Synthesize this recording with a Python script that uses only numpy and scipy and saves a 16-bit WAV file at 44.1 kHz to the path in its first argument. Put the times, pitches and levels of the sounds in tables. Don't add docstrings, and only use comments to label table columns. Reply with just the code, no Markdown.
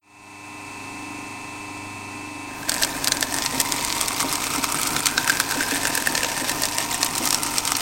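import sys
import numpy as np
from scipy import signal
from scipy.fft import rfft, irfft, next_fast_len
from scipy.io import wavfile
from scipy.ndimage import map_coordinates

SR = 44100
rng = np.random.default_rng(int(sys.argv[2]) if len(sys.argv) > 2 else 0)


def master_out(mix):
    frames = np.transpose(np.atleast_2d(mix))
    ceiling = np.clip(frames, -1, 1)
    pcm = np.round(ceiling * 32767).astype(np.int16)
    wavfile.write(sys.argv[1], SR, pcm)


N = 344421
TIME_S = np.arange(N) / SR

# time_s, relative_db, treble_db, ring_re_snap_db, tear_re_click_db
PLY_SNAPS = [(2.631, -41, -24, 3, 3), (2.685, -39, -11, 12.5, 6), (2.695, -15, -6, -12.5, 3),
             (2.7189, -21, -9, -12, -1), (2.7426, -22.5, 1, -26, -1), (2.7817, -28, -7, -18, -5),
             (2.8245, -19.5, 3, -6, -3), (2.8344, -12.5, -20, -17, -4), (2.848, -21.5, -1, -21, -10),
             (3.0447, -18, -1, -24, 0), (3.0737, -13.5, -20, -31, -14), (3.081, -18.5, 1, -12, 6),
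             (3.1208, -13.5, -11, -14, 5), (3.1706, -24, -11, -18, -3), (3.2096, -21.5, 3, -24, -4),
             (3.2274, -16, -17, -5, -1), (3.3424, -21, -5, -9, 2), (3.386, -23, -9, -8.5, -11),
             (3.4225, -22, -16, -19, -2), (3.437, -32, -15, -20, 0), (3.462, -17.5, -17, -31, 0),
             (3.6016, -13.5, -2, -28, 5), (3.6144, -20, 2, -21, -11), (3.7221, -17, -5.5, -29, -1),
             (3.849, -19.5, -3, -28, -2), (3.9027, -25.5, -24, -25, -8), (3.9258, -21, -13, -25, -16),
             (4.012, -17.5, 1, -23, -14), (4.0828, -18.5, -2, -25, -1), (4.1457, -29, -17, -28, 5),
             (4.2032, -20, -16, -21, 4), (4.327, -21.5, 4, -10, -8), (4.356, -20, -10, -27, 2),
             (4.4687, -27.5, -11, -6, -1), (4.641, -20, -4, -6.5, 15), (4.7228, -21, 1, -20, 2),
             (4.8155, -22, 9, -17, 3), (4.8325, -20, -1, -28, -1), (4.871, -19, 1, -19, 20),
             (4.9647, -20, -8, -10, 5), (5.0583, -15, -5, -14, -1), (5.0683, -12.5, -7, -32, 8),
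             (5.087, -25, -20, -16, -9), (5.179, -15.5, -27, -8.5, 2), (5.2766, -24, -7, 3.5, 8),
             (5.296, -19, -7, -4.5, 15), (5.3004, -22, -18, -2.5, 10), (5.3713, -24.5, -15, -17, -5),
             (5.401, -14, -6, -11, -2), (5.5102, -23, -2, -5, 13), (5.5212, -28.5, -3, 2.5, 14),
             (5.6047, -29.5, -23, 4.5, 17), (5.7106, -23.5, -9, -7.5, 8), (5.8533, -23, -9, -2, 5),
             (5.8718, -23, 0, -4, -1), (5.9525, -19.0, 3, -9.5, 1), (5.9757, -20.5, 1, -6, 13),
             (6.0237, -26, -1, -8, 3), (6.072, -20.5, 1, -1.5, 8), (6.1534, -19.5, -22, -11, 0),
             (6.178, -21.5, -13, -5.5, -1), (6.232, -22, -8, -2.5, 11), (6.2463, -22.5, -26, -3.5, 7),
             (6.4944, -19.0, 0, -9, 19), (6.516, -26, 0, -5, 3), (6.6212, -21, 7.5, -7, 0),
             (6.635, -18, -11, -10.5, 7), (6.655, -19, -3, -21, -4), (6.6862, -25.5, -9, -22, 8),
             (6.7839, -19, -6, -6.5, 2), (7.0305, -14, -18, -7, -5), (7.0473, -21.5, 10, -23, 1),
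             (7.0634, -23, -10, -12, 8), (7.1807, -19, -1.5, -28, 6), (7.2554, -18.5, 7, -24, 6),
             (7.2746, -19.5, -7, -9.5, 0), (7.289, -24, 6, -25, -9), (7.3066, -15.5, -3, -28, 3),
             (7.3273, -17.5, -5, -11, 9), (7.3458, -14, -8, -32, -3), (7.4337, -19.5, 5, -14, 3),
             (7.5828, -15.5, -9.5, -20.5, -1), (7.653, -21, -3.5, -27, -7), (7.676, -18.5, -8, -27, 7),
             (7.7198, -21.5, -1, 2, 0), (7.7517, -20, -26, -19, 14), (7.7677, -19.0, 3, -18, 14)]
# time_s, load_fraction
WOOD_LOAD = [(2.45, 0.039), (2.56, 0.35), (2.67, 0.45), (2.76, 0.95), (2.97, 0.76), (3.25, 0.83),
             (3.4, 0.92), (4.1, 0.93), (5.6, 0.97), (7.81, 0.95)]
# time_s, feed_fraction
PADDLE_FEED = [(3.24, 0.06), (3.5, 0.24), (4.2, 0.43), (5.05, 0.56), (5.18, 0.69), (5.56, 0.71), (5.8, 0.8),
               (6.4, 0.81), (6.8, 0.88), (7.3, 0.95)]


def crushing():
    # centre_s, level_db, duration_s
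    collapses = [(2.832, -22, 0.028), (3.608, -17.5, 0.0096), (4.03, -26.5, 0.092), (4.19, -26, 0.043),
                 (4.33, -27.5, 0.077)]
    # frequency_hz, density_db
    fine_spectrum = [(200, -15), (700, 1.5), (1500, -7.5), (2400, 3), (3000, -1.5), (3700, 0.5),
                     (5400, 1.5), (6900, 0), (8400, 1), (9200, -1.5), (10200, -16), (13400, -5),
                     (15800, -32)]
    # frequency_hz, density_db
    thick_spectrum = [(500, -3), (2000, 0), (5000, -14.5), (8500, 9.5), (10500, -6.5), (15800, -12.5)]
    load = curves(WOOD_LOAD)[0]
    bite_power = hook_bites(load, first_s=2.70, period_s=0.1086, jitter_s=0.008)
    grind_power = (load ** 2 * amp(-31)) ** 2
    grip = slack(depth=7.2, recover_s=0.043)
    crunch_power = grip ** 2 * (grind_power + bite_power) + swells(collapses)
    force_power = (load * amp(-38.5)) ** 2 + amp(-11) ** 2 * bite_power
    fine = fibres(rate_hz=2200, scatter_db=7, echo_gain=1.4, echo_s=0.0033, shift_db=2, spots=16)
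    thick = fibres(rate_hz=50, scatter_db=3, echo_gain=2, echo_s=0.001, shift_db=1.5, spots=8)
    crunch = unit(colour(fine, fine_spectrum)) + amp(-4) * unit(colour(thick, thick_spectrum))
    crunch += amp(-5) * chips(rate_hz=51, centre_hz=4480, log_spread=0.34, decay_s=0.0013)
    return np.sqrt(crunch_power) * unit(crunch), np.sqrt(force_power) * unit(fine + amp(-1.5) * thick)


def hook_bites(load, first_s, period_s, jitter_s):
    hooks_s = np.arange(first_s, N / SR, period_s)
    lateness, size = rng.standard_normal((len(hooks_s), 2)).T
    feed = np.interp(hooks_s, *np.transpose(PADDLE_FEED))
    durations_s = np.interp(feed, [0, 1], [0.08, 0.048])
    return load ** 5.9 * swells(zip(hooks_s + jitter_s * lateness, -27.5 + 0.64 * size, durations_s))


def slack(depth, recover_s):
    relief, t = np.zeros(N), np.arange(SR // 3) / SR
    for time_s, snap_db, *_ in PLY_SNAPS:
        add(relief, time_s, amp(snap_db) ** 2 * t / recover_s * np.exp(1 - t / recover_s))
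    return 1 / (1 + depth * relief)


def fibres(rate_hz, scatter_db, echo_gain, echo_s, shift_db, spots):
    track, t = np.zeros(N), np.arange(SR // 100) / SR
    for _ in range(spots):
        breaks = rng.random(N) < rate_hz / spots / SR
        sizes = amp(scatter_db * np.clip(rng.standard_normal(N), -2, 2)) * rng.choice([-1, 1], N)
        echo = echo_gain * unit(rng.standard_normal(len(t)) * np.exp(-t / echo_s)) / np.sqrt(len(t))
        echo[0] += 1
        work = amp(shift_db * np.tanh(wobble(14)))
        track += signal.oaconvolve(breaks * sizes * work, echo)[:N]
    return unit(track)


def chips(rate_hz, centre_hz, log_spread, decay_s):
    track, t = np.zeros(N), np.arange(SR // 125) / SR
    for place, pitch, size in rng.random((round(rate_hz * N / SR), 3)):
        ring_hz = centre_hz * np.exp(log_spread * (2 * pitch - 1))
        ring = np.sin(2 * np.pi * ring_hz * t) * np.exp(-t / decay_s)
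        tick = 1.05 * rng.standard_normal(len(t)) * np.exp(-2 * t / decay_s)
        add(track, place * N / SR, amp(10 * size) * (ring + tick))
    return unit(track)


def snapping(click_s, base_tear_s, tear_rise_s, lead_gain, lead_s, grain_db):
    # time_s, pitch_hz, relative_db
    slivers = [(3.1, 4840, -10.5), (6.5, 4500, -18), (7.03, 4480, -10), (7.25, 5520, -5)]
    sliver_hz, sliver_db = curves(slivers)
    cracks, force = np.zeros(N), np.zeros(N)
    t = np.arange(-SR // 100, SR // 50) / SR
    burst_gain = np.sqrt(0.006 * SR / len(t))
    remaining = np.clip(1 - t / click_s, 0, 1) * (t > 0)
    click = unit(np.sin(np.pi * 16000 * click_s * remaining ** 2))
    for time_s, snap_db, treble_db, ring_db, tear_db in PLY_SNAPS:
        tear_s = base_tear_s * amp(tear_db / 2)
        tearing = (1 - np.exp(-abs(t) / tear_rise_s)) * np.exp(-abs(t) / tear_s)
        giving = lead_gain * np.exp(-abs(t) / lead_s)
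        strands = rng.standard_normal(len(t))
        strands *= amp(grain_db * np.repeat(rng.standard_normal(len(t)), 8)[:len(t)])
        tear = amp(tear_db) * unit(strands * np.where(t < 0, giving, tearing))
        burst = unit(click + tear)
        now = round(time_s * SR)
        pitch_hz = np.full(len(t), sliver_hz[now] * np.exp(0.02 * rng.standard_normal()))
        sliver = 0.5 * amp(sliver_db[now]) * resonate(burst, pitch_hz, width_hz=400)
        spectrum = [(300, -21), (800, -12), (1500, -1), (2400, 1), (3000, -0.5), (4000, 2.5), (5500, 1),
                    (8400, treble_db / 2 + 7.5), (10000, treble_db), (16000, treble_db - 3)]
        crack = unit(colour(burst + sliver, spectrum))
        add(cracks, time_s + t[0], amp(snap_db - 0.06) * burst_gain * crack)
        add(force, time_s + t[0], amp(snap_db + ring_db + 2) * burst_gain * unit(click + 0.5 * tear))
    return cracks, force


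def paddle(force, damping, slip):
    # antinode_feed, antinode_hz, climb_hz_per_feed, peak_db, rise_db_per_feed, fall_db_per_feed
    bending_modes = [(0.06, 1670, 1350, 2, 12, 11), (0.78, 1705, 1590, 6, 9, 100),
                     (0.95, 1265, 4000, 0, 70, 20), (0.82, 540, 2000, 1, 38, 70),
                     (0.95, 5480, 520, -1, 44, 10)]
    # frequency_hz, gain_db
    bass_cut = [(250, -25.5), (500, -9.5), (1100, -0.5), (4000, -6.5)]
    ring, feed = np.zeros(N), curves(PADDLE_FEED)[0]
    force = colour(force, bass_cut)
    for antinode, antinode_hz, climb, peak_db, rise, fall in bending_modes:
        past = feed - antinode
        pitch_hz = np.maximum(antinode_hz + climb * past, 200) * (1 + slip * wobble(45))
        gain = amp(peak_db + np.minimum(rise * past, -fall * past))
        ring += gain * resonate(force, pitch_hz, width_hz=damping * antinode_hz)
    return ring


def jolts(decay_s, rise_s):
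    # time_s, relative_db
    jumps = [(3.528, -32), (3.795, -33.5), (4.243, -29), (4.578, -32), (5.561, -29), (5.72, -30.5),
             (5.927, -33.5), (6.416, -33.5), (7.205, -28)]
    spectrum = [(60, -22), (150, -27), (200, -14.5), (275, 6.5), (370, -10), (750, -9.5), (4000, -72)]
    knocks, t = np.zeros(N), np.arange(SR // 5) / SR
    envelope = (1 - np.exp(-t / rise_s)) * np.exp(-t / decay_s)
    for time_s, relative_db in jumps:
        body = unit(colour(rng.standard_normal(len(t)), spectrum))
        add(knocks, time_s - rise_s, amp(relative_db + 7.5) * body * envelope)
    return knocks


def drive(mains_hz):
    # time_s, speed_hz
    shaft_speed = [(0, 24.86), (2.55, 24.86), (2.76, 24.5), (3.05, 24.78), (3.4, 24.54), (4.1, 24.63),
                   (5.1, 24.48), (5.6, 24.35), (6.9, 24.42), (7.81, 24.25)]
    load = curves(WOOD_LOAD)[0]
    shaft_hz = curves(shaft_speed)[0] * (1 + (0.0002 + 0.00386 * load) * wobble(16))
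    shaft_rad = 2 * np.pi * np.cumsum(shaft_hz) / SR
    mains_rad = 2 * np.pi * mains_hz * TIME_S
    return (gear_train(shaft_rad, shaft_hz, load, teeth=38) + magnetic_hum(mains_rad, load)
            + frame(shaft_rad, mains_rad, load) + fan(level_db=-44)
            + coupling(shaft_rad, load, ring_hz=280.8, width_hz=20.7))


def gear_train(shaft_rad, shaft_hz, load, teeth):
    # shaft_multiple, unloaded_db
    gear_orders = [(5, -56), (26, -62), (29, -54), (30, -53), (33, -53.5), (34, -52.5), (37, -52.5),
                   (38, -47), (39, -51.5), (42, -45), (43, -58), (50, -57)]
    # shaft_multiple, relative_db
    whine_orders = [(72, -57), (80, -54.5), (81, -61), (91.2, -53.5), (95.6, -53.5), (100, -54),
                    (105.8, -43), (107, -55), (110, -57)]
    gears = amp(load * (3 + 1.65 * wobble(22))) * tones(gear_orders, shaft_rad)
    whine = amp(2 - 6.7 * np.sqrt(load)) * tones(whine_orders, shaft_rad)
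    growl = unit(resonate(rng.standard_normal(N), teeth * shaft_hz, width_hz=16))
    return gears + whine + amp(-39.5) * load ** 2 * growl


def magnetic_hum(mains_rad, load):
    # mains_multiple, unloaded_db
    harmonics = [(4, -54.5), (6, -44), (8, -52)]
    # time_s, unloaded_db
    low_hum_levels = [(.6, -50), (1.4, -50.5), (1.95, -44), (2.5, -50.5), (2.9, -43)]
    overtones = sum(np.sqrt(2) * amp(db) * np.cos(multiple * mains_rad) for multiple, db in harmonics)
    low_hum = amp(curves(low_hum_levels)[0]) * unit(np.sin(2 * mains_rad))
    return amp(-6 * load) * (overtones + low_hum)


def frame(shaft_rad, mains_rad, load):
    # time_s, full_load_db
    throb_levels = [(3.4, -49), (6.6, -55), (7.5, -54)]
    # frequency_hz, density_db
    buzz_spectrum = [(25, -4), (80, -11.5), (150, -1), (180, -10.5), (230, 3), (290, -2.5), (480, -7),
                     (800, -1.5), (1150, -7.5), (1330, -2), (1700, -12), (2400, -0.5), (2650, -4),
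                     (3000, -31), (4000, -33)]
    # frequency_hz, density_db
    rumble_spectrum = [(25, -3.5), (50, -4), (72, -5.5), (110, -11.5), (150, 6.5), (185, -7), (270, 7),
                       (350, 0.5), (460, -5), (730, -3), (930, -6), (1200, -4), (2500, -21), (5000, -16)]
    throb = load * amp(curves(throb_levels)[0] + 1.4 * wobble(12)) * unit(np.sin(2 * shaft_rad))
    buzz = amp(-42.5 + 1.4 * np.sin(2 * mains_rad) + 1.6 * np.cos(shaft_rad)) * noise(buzz_spectrum)
    rumble = load * amp(-34.5 + 2.2 * wobble(18)) * noise(rumble_spectrum)
    return throb + buzz + rumble


def coupling(shaft_rad, load, ring_hz, width_hz):
    # time_s, level_db
    knock_levels = [(.5, -55), (.85, -42.5), (1.25, -42), (1.5, -50.5), (2.6, -41), (3.5, -41)]
    knocks = np.diff(np.floor(shaft_rad / (2 * np.pi) + 0.5), prepend=0)
    force = knocks * amp((1 + 3 * load) * np.tanh(wobble(27)))
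    return amp(curves(knock_levels)[0]) * unit(resonate(force, np.full(N, ring_hz), width_hz))


def fan(level_db):
    # frequency_hz, density_db
    air_spectrum = [(1500, -8), (3000, 4), (4100, 5.5), (4400, 7), (5400, 2), (6500, 6), (7300, 3.5),
                    (8800, 7), (9400, -2), (10200, -2.5), (12000, -13.5), (14000, -8), (16000, -59)]
    return amp(level_db) * noise(air_spectrum)


def room(x, t60_s):
    t = np.arange(SR // 3) / SR
    tail = rng.standard_normal(len(t)) * amp(-60 * t / t60_s) * (t > 0.003)
    return signal.fftconvolve(x, tail / np.linalg.norm(tail))[:N]


def amp(db):
    return 10 ** (np.asarray(db) / 20)


def unit(x):
    return x / np.sqrt(np.mean(x ** 2) + 1e-20)


def curves(rows):
    times_s, *columns = np.transpose(rows)
    return [np.interp(TIME_S, times_s, column) for column in columns]


def wobble(rate_hz):
    knots = rng.standard_normal(int(N * rate_hz / SR) + 4)
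    return np.interp(TIME_S, TIME_S[::32], map_coordinates(knots, [TIME_S[::32] * rate_hz]))


def swells(rows):
    power, t = np.zeros(N), np.arange(-SR // 8, SR // 8) / SR
    for centre_s, level_db, duration_s in rows:
        add(power, centre_s + t[0], amp(level_db) ** 2 * np.exp(-(2 * t / duration_s) ** 2))
    return power


def colour(x, spectrum):
    size = 2048
    hz, db = np.transpose(spectrum)
    gain_db = np.interp(np.log(np.fft.rfftfreq(size, 1 / SR) + 1), np.log(hz), db)
    cepstrum = irfft(np.log(amp(gain_db)))
    cepstrum[1:size // 2] *= 2
    cepstrum[size // 2 + 1:] = 0
    return signal.fftconvolve(x, irfft(np.exp(rfft(cepstrum))))[:len(x)]


def noise(spectrum):
    return unit(colour(rng.standard_normal(N), spectrum))


def resonate(x, centre_hz, width_hz):
    turn = np.exp(2j * np.pi * np.cumsum(centre_hz) / SR)
    pole = np.exp(-np.pi * width_hz / SR)
    return np.real(turn * signal.lfilter([np.sqrt(2 * (1 - pole ** 2))], [1, -pole], x / turn))


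def tones(orders, angle_rad):
    return sum(np.sqrt(2) * amp(db) * np.sin(multiple * angle_rad + rng.uniform(0, 2 * np.pi))
               for multiple, db in orders)


def add(track, start_s, sound):
    part = track[round(start_s * SR):][:len(sound)]
    part += sound[:len(part)]


def scene():
    crunch, crush_force = crushing()
    cracks, snap_force = snapping(click_s=0.000428, base_tear_s=0.00092, tear_rise_s=0.0012,
                                  lead_gain=0.14, lead_s=0.0027, grain_db=3.5)
    wood = crunch + cracks + paddle(crush_force + snap_force, damping=0.12, slip=0.022)
    machine = drive(mains_hz=50) + jolts(decay_s=0.026, rise_s=0.00452)
    return (wood + machine + amp(-11.5) * room(wood, t60_s=0.035))[None]


def record(dry):
    fade = np.sin(np.pi / 2 * np.clip((TIME_S - 0.013) / 1.01, 0, 1))
    clipped = np.clip(dry * fade, -1, 1)
    size = next_fast_len(N + SR // 4)
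    passband = np.fft.rfftfreq(size, 1 / SR) < 16000
    return irfft(rfft(clipped, size) * passband, size)[:, :N]


dry = scene()
out = record(dry)
master_out(out)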